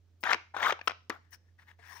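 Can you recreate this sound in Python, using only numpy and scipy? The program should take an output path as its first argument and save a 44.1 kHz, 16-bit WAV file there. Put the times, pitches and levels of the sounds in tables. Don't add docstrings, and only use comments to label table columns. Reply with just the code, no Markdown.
import sys
import numpy as np
from scipy import signal
from scipy.fft import rfft, irfft, next_fast_len
from scipy.io import wavfile
from scipy.ndimage import uniform_filter1d, map_coordinates

SR = 44100
rng = np.random.default_rng(int(sys.argv[2]) if len(sys.argv) > 2 else 0)


def output_pcm(signal):
    pcm = np.clip(np.atleast_2d(signal).T, -1, 1) * 32767
    wavfile.write(sys.argv[1], SR, np.round(pcm).astype(np.int16))


def volts(x):
    e = np.asarray(x, float) / 20
    return 10 ** e


N = 88200
TIME = np.arange(N) / SR
TICKS_PER_S = 2500
BRIGHTENS, DULL_HZ = 0.52, 2740
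SIDE = np.array([[.5], [-.5]])


def unit(x):
    return x / np.sqrt(np.mean(x ** 2) + 1e-20)


def even(x, size=700):
    return x / np.sqrt(np.abs(uniform_filter1d(x ** 2, size)) + 1e-9)


def along(points, hz):
    f, v = np.transpose(points)
    return np.interp(np.log(hz + 1), np.log(f + 1), v)


def strokes(tables, column=1):
    out = np.full(N, -140.)
    for rows in tables:
        r = np.array(rows)
        inside = (TIME >= r[0, 0]) & (TIME <= r[-1, 0])
        out[inside] = np.interp(TIME[inside], r[:, 0], r[:, column])
    return out


def wobble(rate):
    knots = rng.standard_normal(int(N * rate / SR) + 4)
    return map_coordinates(knots, [np.arange(N) * rate / SR])


def filtered(x, response):
    m = next_fast_len(N + SR // 2)
    return irfft(rfft(x, m) * response(np.fft.rfftfreq(m, 1 / SR)), m)[..., :N]


def low_cut(f):
    return (1j * f / (140 + 1j * f)) ** 3


def treble(x):
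    return filtered(x, lambda f: f ** 4 / (DULL_HZ ** 4 + f ** 4))


def causal(points):
    level_db = np.maximum(along(points, np.fft.rfftfreq(4096, 1 / SR)), -90)
    c = irfft(np.log(volts(level_db)))
    c[1:2048] *= 2
    c[2049:] = 0
    h = irfft(np.exp(rfft(c)))[:2048]
    return h / np.linalg.norm(h)


def ticks(rate, spread_db, smooth):
    u = rng.random((3, N))
    sizes = volts(-spread_db * np.log(u[2] + 0.00033))
    spikes = (u[0] < rate / SR) * np.sign(u[1] - .5) * sizes
    return unit(unit(spikes) + smooth * rng.standard_normal(N))


# (time [s], level [dB], ringing centre [Hz])
SLIDES = [
    [(.235, -43.5, 1460), (.24, -37, 1440), (.258, -37.5, 1680), (.28, -35, 1720), (.312, -30.5, 1300),
     (.335, -31, 1750), (.372, -57.5, 1020)],
    [(.539, -54.5, 960), (.547, -44.5, 880), (.563, -44, 1240), (.628, -34.5, 1420), (.645, -30, 1570),
     (.705, -31, 1140), (.718, -38.5, 1140), (.745, -61, 1300), (.788, -62.5, 1300)],
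    [(1.104, -43.5, 1415), (1.16, -57.5, 1300), (1.2, -76.5, 1050)],
]
# (frequency [Hz], level per Hz [dB])
BOARD_COLOUR = [(71, -59), (120, -34), (361, -22), (744, -5.5), (1430, -2), (2730, -16.5), (3700, -11.5),
                (4300, -25), (6500, -24.5), (9000, -56.5), (19800, -120)]


def slide():
    bumps = ticks(TICKS_PER_S, spread_db=2.0, smooth=0.36)
    rasp = unit(signal.fftconvolve(bumps, causal(BOARD_COLOUR))[:N])

    count = 1400 * N // SR
    u, z = rng.random((count, 2)), rng.standard_normal(count)
    at = (u[:, 0] * N).astype(int)
    centre = strokes(SLIDES, column=2)
    hz = np.where(centre > 0, centre, 1300)[at] * np.exp(0.38 * z)
    hz = hz[:, None]
    t = np.arange(256) / SR
    ring = volts(-3.5 * np.log(u[:, 1:] + 0.06) - 2.9 * t * hz) * np.sin(2 * np.pi * hz * t)
    places = at[:, None] + np.arange(256)
    grains = np.bincount(places.ravel(), ring.ravel())[:N]

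    scrape = even(rasp + volts(-5) * unit(grains))
    speed_db = strokes(SLIDES)
    dulled = 1 - volts(BRIGHTENS * np.minimum(speed_db + 33.0, 0))
    return volts(speed_db + 1.5 * wobble(110)) * (scrape - dulled * treble(scrape))


# (time [s], peak level [dB], ringing [Hz], time to fall 60 dB [s])
KNOCKS = [(0.2311, -28, 820, 0.0038), (0.2372, -17.5, 2295, 0.0038), (0.3278, -15.5, 2400, 0.0048),
          (0.332, -9.5, 2320, 0.0072), (0.3352, -18.5, 2620, 0.011), (0.3447, -18, 1760, 0.0079),
          (0.5465, -40, 940, 0.028), (0.5656, -25.5, 1346, 0.026), (0.6301, -20, 2024, 0.01),
          (0.6475, -23.5, 1020, 0.015), (0.7081, -20.5, 2287, 0.0075), (0.7235, -18, 565, 0.021),
          (0.7266, -22.5, 1090, 0.012), (0.7912, -35.5, 920, 0.022), (0.8132, -31, 1710, 0.014),
          (0.8745, -17, 1237, 0.016), (0.8784, -13, 1330, 0.015), (0.8799, -26.5, 1950, 0.0084),
          (0.8962, -22.5, 1285, 0.017), (0.9082, -27.5, 1440, 0.017), (0.918, -28, 1206, 0.0076),
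          (1.0979, -26, 1030, 0.0087), (1.1016, -20.5, 1450, 0.016), (1.109, -42, 2500, 0.014), ]
# (frequency [Hz], level per Hz [dB])
CRACK_COLOUR = [(60, -69.5), (130, -15), (400, -8.5), (1260, -5), (2430, -4.5), (4320, -15.5),
                (5400, -14.5), (9000, -42.5), (16000, -66)]
# (ringing [Hz], level [dB], time to fall 60 dB [s])
HOLLOW = [(265, -4, .04), (335, -3, .05), (425, 0, .03)]
# (time [s], thump level [dB], snap level [dB])
THUMPS = [
    (0.2351, -37.5, -45),
    (0.331, -37, -40),
    (0.3474, -33, -47.5),
    (.566, -52, -62.5),
    (0.721, -37, -41),
    (0.8738, -37, -42),
    (1.097, -26.5, -26.5),
]


def knocks():
    broad, rings = np.zeros(N + SR), np.zeros(N + SR)
    t = np.arange(2048) / SR
    for s, db, hz, t60 in KNOCKS:
        i = round(s * SR)
        fade = volts(db - 60 * t / max(t60, .003)) * (1 - np.exp(-t / .0002))
        broad[i:i + len(t)] += volts(-5.5) * fade * rng.standard_normal(len(t))
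        broad[i] += volts(db + 4)
        drift = 0.17 * np.cumsum(rng.normal(0, 0.013, len(t)))
        rings[i:i + len(t)] += volts(-5.0) * fade * np.sin(2 * np.pi * hz * t + drift)
    for s, db, snap_db in THUMPS:
        i = round(s * SR)
        body = np.zeros(len(t))
        for hz, gain_db, t60 in HOLLOW:
            body += volts(db + gain_db + rng.normal(0, 1) - 60 * t / t60) * np.sin(2 * np.pi * hz * t)
        rings[i:i + len(t)] += body * (1 - np.exp(-t / 0.002))
        snap = uniform_filter1d(rng.standard_normal(len(t)), size=3)
        rings[i:i + len(t)] += volts(snap_db - 60 * t / 0.0028) * snap
    cracks = signal.fftconvolve(broad, causal(CRACK_COLOUR))[:N]
    force_db = np.interp(TIME, *np.transpose(KNOCKS)[:2])
    dulled = 1 - volts(BRIGHTENS * np.minimum(force_db + 17, 0))
    return cracks - dulled * treble(cracks) + rings[:N]


def soft_contacts(contacts):
    out, t = np.zeros(N + SR), np.arange(4096) / SR
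    rise = 1 - np.exp(-t / 0.00034)
    for s, db, hz, t60 in contacts:
        fade = volts(db - 60 * t / max(t60, .003))
        out[round(s * SR):][:len(t)] += fade * rise * np.sin(2 * np.pi * hz * t)
    return out[:N]


# (time [s], peak level [dB], ringing [Hz], time to fall 60 dB [s])
CATCHES = [(.2435, -46, 1300, .015), (.2535, -27, 1600, .012), (.2675, -24, 1800, .014),
           (.2735, -18.5, 1780, .014), (.2845, -19.5, 1460, 0.0062), (.292, -22, 1000, .015),
           (.2955, -20, 1700, .012), (.3045, -21, 1390, .012), (.311, -19.5, 1300, .014),
           (.3155, -12, 1520, 0.013), (.3348, -19, 2200, .01), (.3442, -21, 1760, .014),
           (.349, -37, 900, .015), (.5443, -31, 850, .03), (.5505, -31, 900, .02),
           (.5652, -20.5, 750, 0.0068), (.5675, -24.5, 1450, .015), (.5875, -29.5, 1700, .012),
           (.5915, -33.5, 850, .03), (.605, -29, 1700, .025), (.6045, -31, 800, .02),
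           (.6165, -25, 800, .015), (.6297, -12.5, 1940, 0.01), (.6485, -25, 1010, .015),
           (.653, -19.5, 2100, 0.022), (.6385, -23, 2010, 0.022), (.6615, -22, 950, .014),
           (.6675, -17, 1500, .014), (.672, -18, 1300, .018), (.6935, -22.5, 900, .015),
           (.704, -15, 1300, .015), (.7078, -13, 2260, 0.008), (.7232, -25, 1200, .015),
           (.7262, -26.5, 1500, .012), (.741, -43, 1300, .04), (.8128, -35.5, 2400, .015),
           (1.106, -30, 1300, .012), (1.11, -33.5, 1100, .015), (1.1615, -44, 1400, .015)]


def catches():
    return soft_contacts(CATCHES)


# (time [s], low ring [dB], high ring [dB], lean to the left [dB])
PAD = [
    (1.2, -13, -21, 0.5),
    (1.25, -22, -24, 13),
    (1.34, -22.5, -1.5, 6),
    (1.599, -15.5, -17, -0.5),
    (1.789, -3.5, -17, 3.5),
    (1.85, -14, -15, 6.5),
    (1.93, -2.5, -6, 10.5),
]


def pad(column):
    return np.interp(TIME, *np.transpose(PAD)[[0, column]])


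# (time [s], level [dB])
RUBS = [
    [(1.19, -97), (1.24, -81.5), (1.31, -84), (1.322, -67), (1.334, -56), (1.346, -59), (1.356, -68),
     (1.385, -97.5), (1.49, -85), (1.53, -91)],
    [(1.58, -77.5), (1.592, -62.5), (1.625, -63.5), (1.645, -77), (1.67, -72), (1.687, -62.5), (1.712, -62),
     (1.75, -87.5)],
    [(1.784, -85), (1.792, -66), (1.866, -62), (1.88, -63), (1.9, -57.5), (1.94, -61), (2.0, -64)],
]
# (centre [Hz], width [Hz], level [dB])
WELL = [(1300, 210, -5), (1744, 320, 15), (2656, 1300, -4), (3420, 490, -14)]


def rub():
    def ring(f, centre, width):
        return 1j * f * width / (centre * centre - f * f + 1j * f * width)

    def well_response(f):
        return sum(volts(db) * ring(f, c, w) for c, w, db in WELL) / (1 + 1j * f / 4500) ** 2

    grit = ticks(TICKS_PER_S, spread_db=2.4, smooth=1)
    well = even(filtered(grit, well_response))
    low = even(filtered(grit, lambda f: ring(f, 1006, 422) ** 2))
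    high = even(filtered(grit, lambda f: ring(f, 5550, 710) ** 2))
    top = even(filtered(grit, lambda f: ring(f, 9500, 810) ** 2))
    voice = well + volts(pad(1)) * low + volts(pad(2)) * (high + volts(-11.5) * top)
    return volts(strokes(RUBS) + 1.85 * wobble(77)) * voice


# (time [s], peak level [dB], ringing [Hz], time to fall 60 dB [s])
DABS = [(1.3085, -59.5, 14900, .012), (1.3439, -46, 5180, 0.014), (1.342, -57, 1720, 0.012),
        (1.4856, -68.5, 1800, 0.046), (1.5876, -54, 1910, 0.04), (1.683, -52, 1820, 0.043),
        (1.69, -50.5, 2080, 0.021), (1.706, -51.5, 1790, .025), (1.7905, -57, 704, 0.068),
        (1.7921, -64.5, 442, 0.14), (1.888, -54, 1930, 0.035), (1.925, -58, 965, 0.029),
        (1.945, -62.5, 392, 0.054), (1.96, -55.5, 946, 0.099)]


def dabs():
    return soft_contacts(DABS)


# (time [s], level [dB])
SLIPS = [
    [(.2, -92), (.208, -57), (.232, -63), (.255, -83), (.32, -52), (.365, -90)],
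    [(.58, -69), (.6, -61), (.67, -48.5), (.71, -52.5), (.75, -107)],
    [(.82, -90), (.842, -69), (.866, -59), (.92, -103)],
    [(1.1, -99), (1.14, -67), (1.17, -82.5)],
    [(1.305, -99), (1.309, -68), (1.32, -67), (1.342, -60.5), (1.375, -93.5)],
    [(1.58, -84), (1.71, -77), (1.76, -100), (1.89, -66.5), (2.0, -68)],
]
# (frequency [Hz], level per Hz [dB])
SKIN_COLOUR = [(8500, -14.5), (11500, -12), (13500, -14.5), (14800, -1), (15600, 1.5)]


def slip():
    grit = ticks(TICKS_PER_S, spread_db=2.5, smooth=1.5)
    hiss = filtered(grit, lambda f: volts(along(SKIN_COLOUR, f)) * (f > 4000))
    return volts(strokes(SLIPS) + 1.4 * wobble(75)) * even(hiss)


def echoes(x, t60, count, size):
    out, step = np.zeros((2, N + SR)), SR // count
    for i in range(0, N, step):
        hz, t, z = signal.stft(rng.standard_normal((2, size)), SR, nperseg=64)
        tail = signal.istft(z * volts(-60 * t / t60(hz)[:, None]), SR, nperseg=64)[1]
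        wet = signal.fftconvolve(x[None, i:i + step], tail / np.linalg.norm(tail[0]), axes=1)
        out[:, i:i + wet.shape[1]] += wet
    return out[:, :N]


def table(board):
    wet = echoes(board, lambda f: 0.015 + 0 * f, count=100, size=2048)
    return volts(-5) * filtered(wet, lambda f: (1j * f / (600 + 1j * f)) ** 2)


# (frequency [Hz], level difference [dB])
PAN = [(300, 3.5), (700, 6.5), (1500, 7.5), (4000, 6), (8000, 9), (15000, 14)]
# (frequency [Hz], phase [radians])
LEAD = [(400, .4), (1500, 1.2), (4000, 1.5)]


def at_the_ports(near):
    near = filtered(near, lambda f: volts(SIDE * along(PAN, f)) * np.exp(1j * SIDE * along(LEAD, f)))
    return near * volts(SIDE * pad(3))


# (frequency [Hz], time to fall 60 dB [s])
ROOM = [(400, 0.29), (3000, 0.33), (7000, 0.44), (10000, 0.056)]
# (frequency [Hz], level [dB])
ROOM_COLOUR = [(1000, -0.1), (6000, -2), (9000, -13)]


def room(board):
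    coloured = filtered(board, lambda f: volts(along(ROOM_COLOUR, f)))
    late = np.pad(coloured, (400, 0))[:N]
    tail = echoes(late, lambda f: along(ROOM, f), count=8, size=22050)
    return volts(-16.5) * filtered(tail, low_cut)


# (frequency [Hz], level per Hz [dB])
AIR_COLOUR = [(55, 0.5), (110, -4.5), (300, -9), (1000, -23), (6000, -28.5), (8000, -36.5), (13500, -44.5),
              (15200, -31.5)]
# (frequency [Hz], likeness [0 to 1])
AIR_ALIKE = [(40, 0.68), (300, 0.71), (10000, 0.04)]


def background():
    def turn(f):
        return np.arccos(np.clip(along(AIR_ALIKE, f), -1, 1)) / 2

    noise = rng.standard_normal((2, N))
    mid, side = filtered(noise, lambda f: volts(along(AIR_COLOUR, f)) * [np.cos(turn(f)), np.sin(turn(f))])
    air = volts(-73 + 0.56 * wobble(22)) * unit(np.array([mid + side, mid - side]))

    hum_hz, hum_db, hum_pan_db = 87.1, -61.5, -3
    phase = 2 * np.pi * hum_hz * TIME + .2 * wobble(9)
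    sway_db = 1.5 * wobble(14) + .9 * np.array([wobble(9), wobble(9)])
    return air + volts(hum_db + sway_db + SIDE * hum_pan_db) * np.sin(phase)


def scene():
    touches = slide() + knocks() + catches() + rub() + dabs() + slip()
    board = filtered(touches, low_cut)
    near = at_the_ports(board + table(board))
    return near + room(board) + background()


def band_limit(x):
    return signal.sosfilt(signal.butter(12, 16760, fs=SR, output="sos"), x)


def record(dry):
    def band(f):
        return volts(np.interp(f, [20, 55, 15500, 15900, 16500], [-16, 0, 0, -18, -45]))

    mix = filtered(dry, band)
    return band_limit(mix)


dry = scene()
out = record(dry)
output_pcm(out)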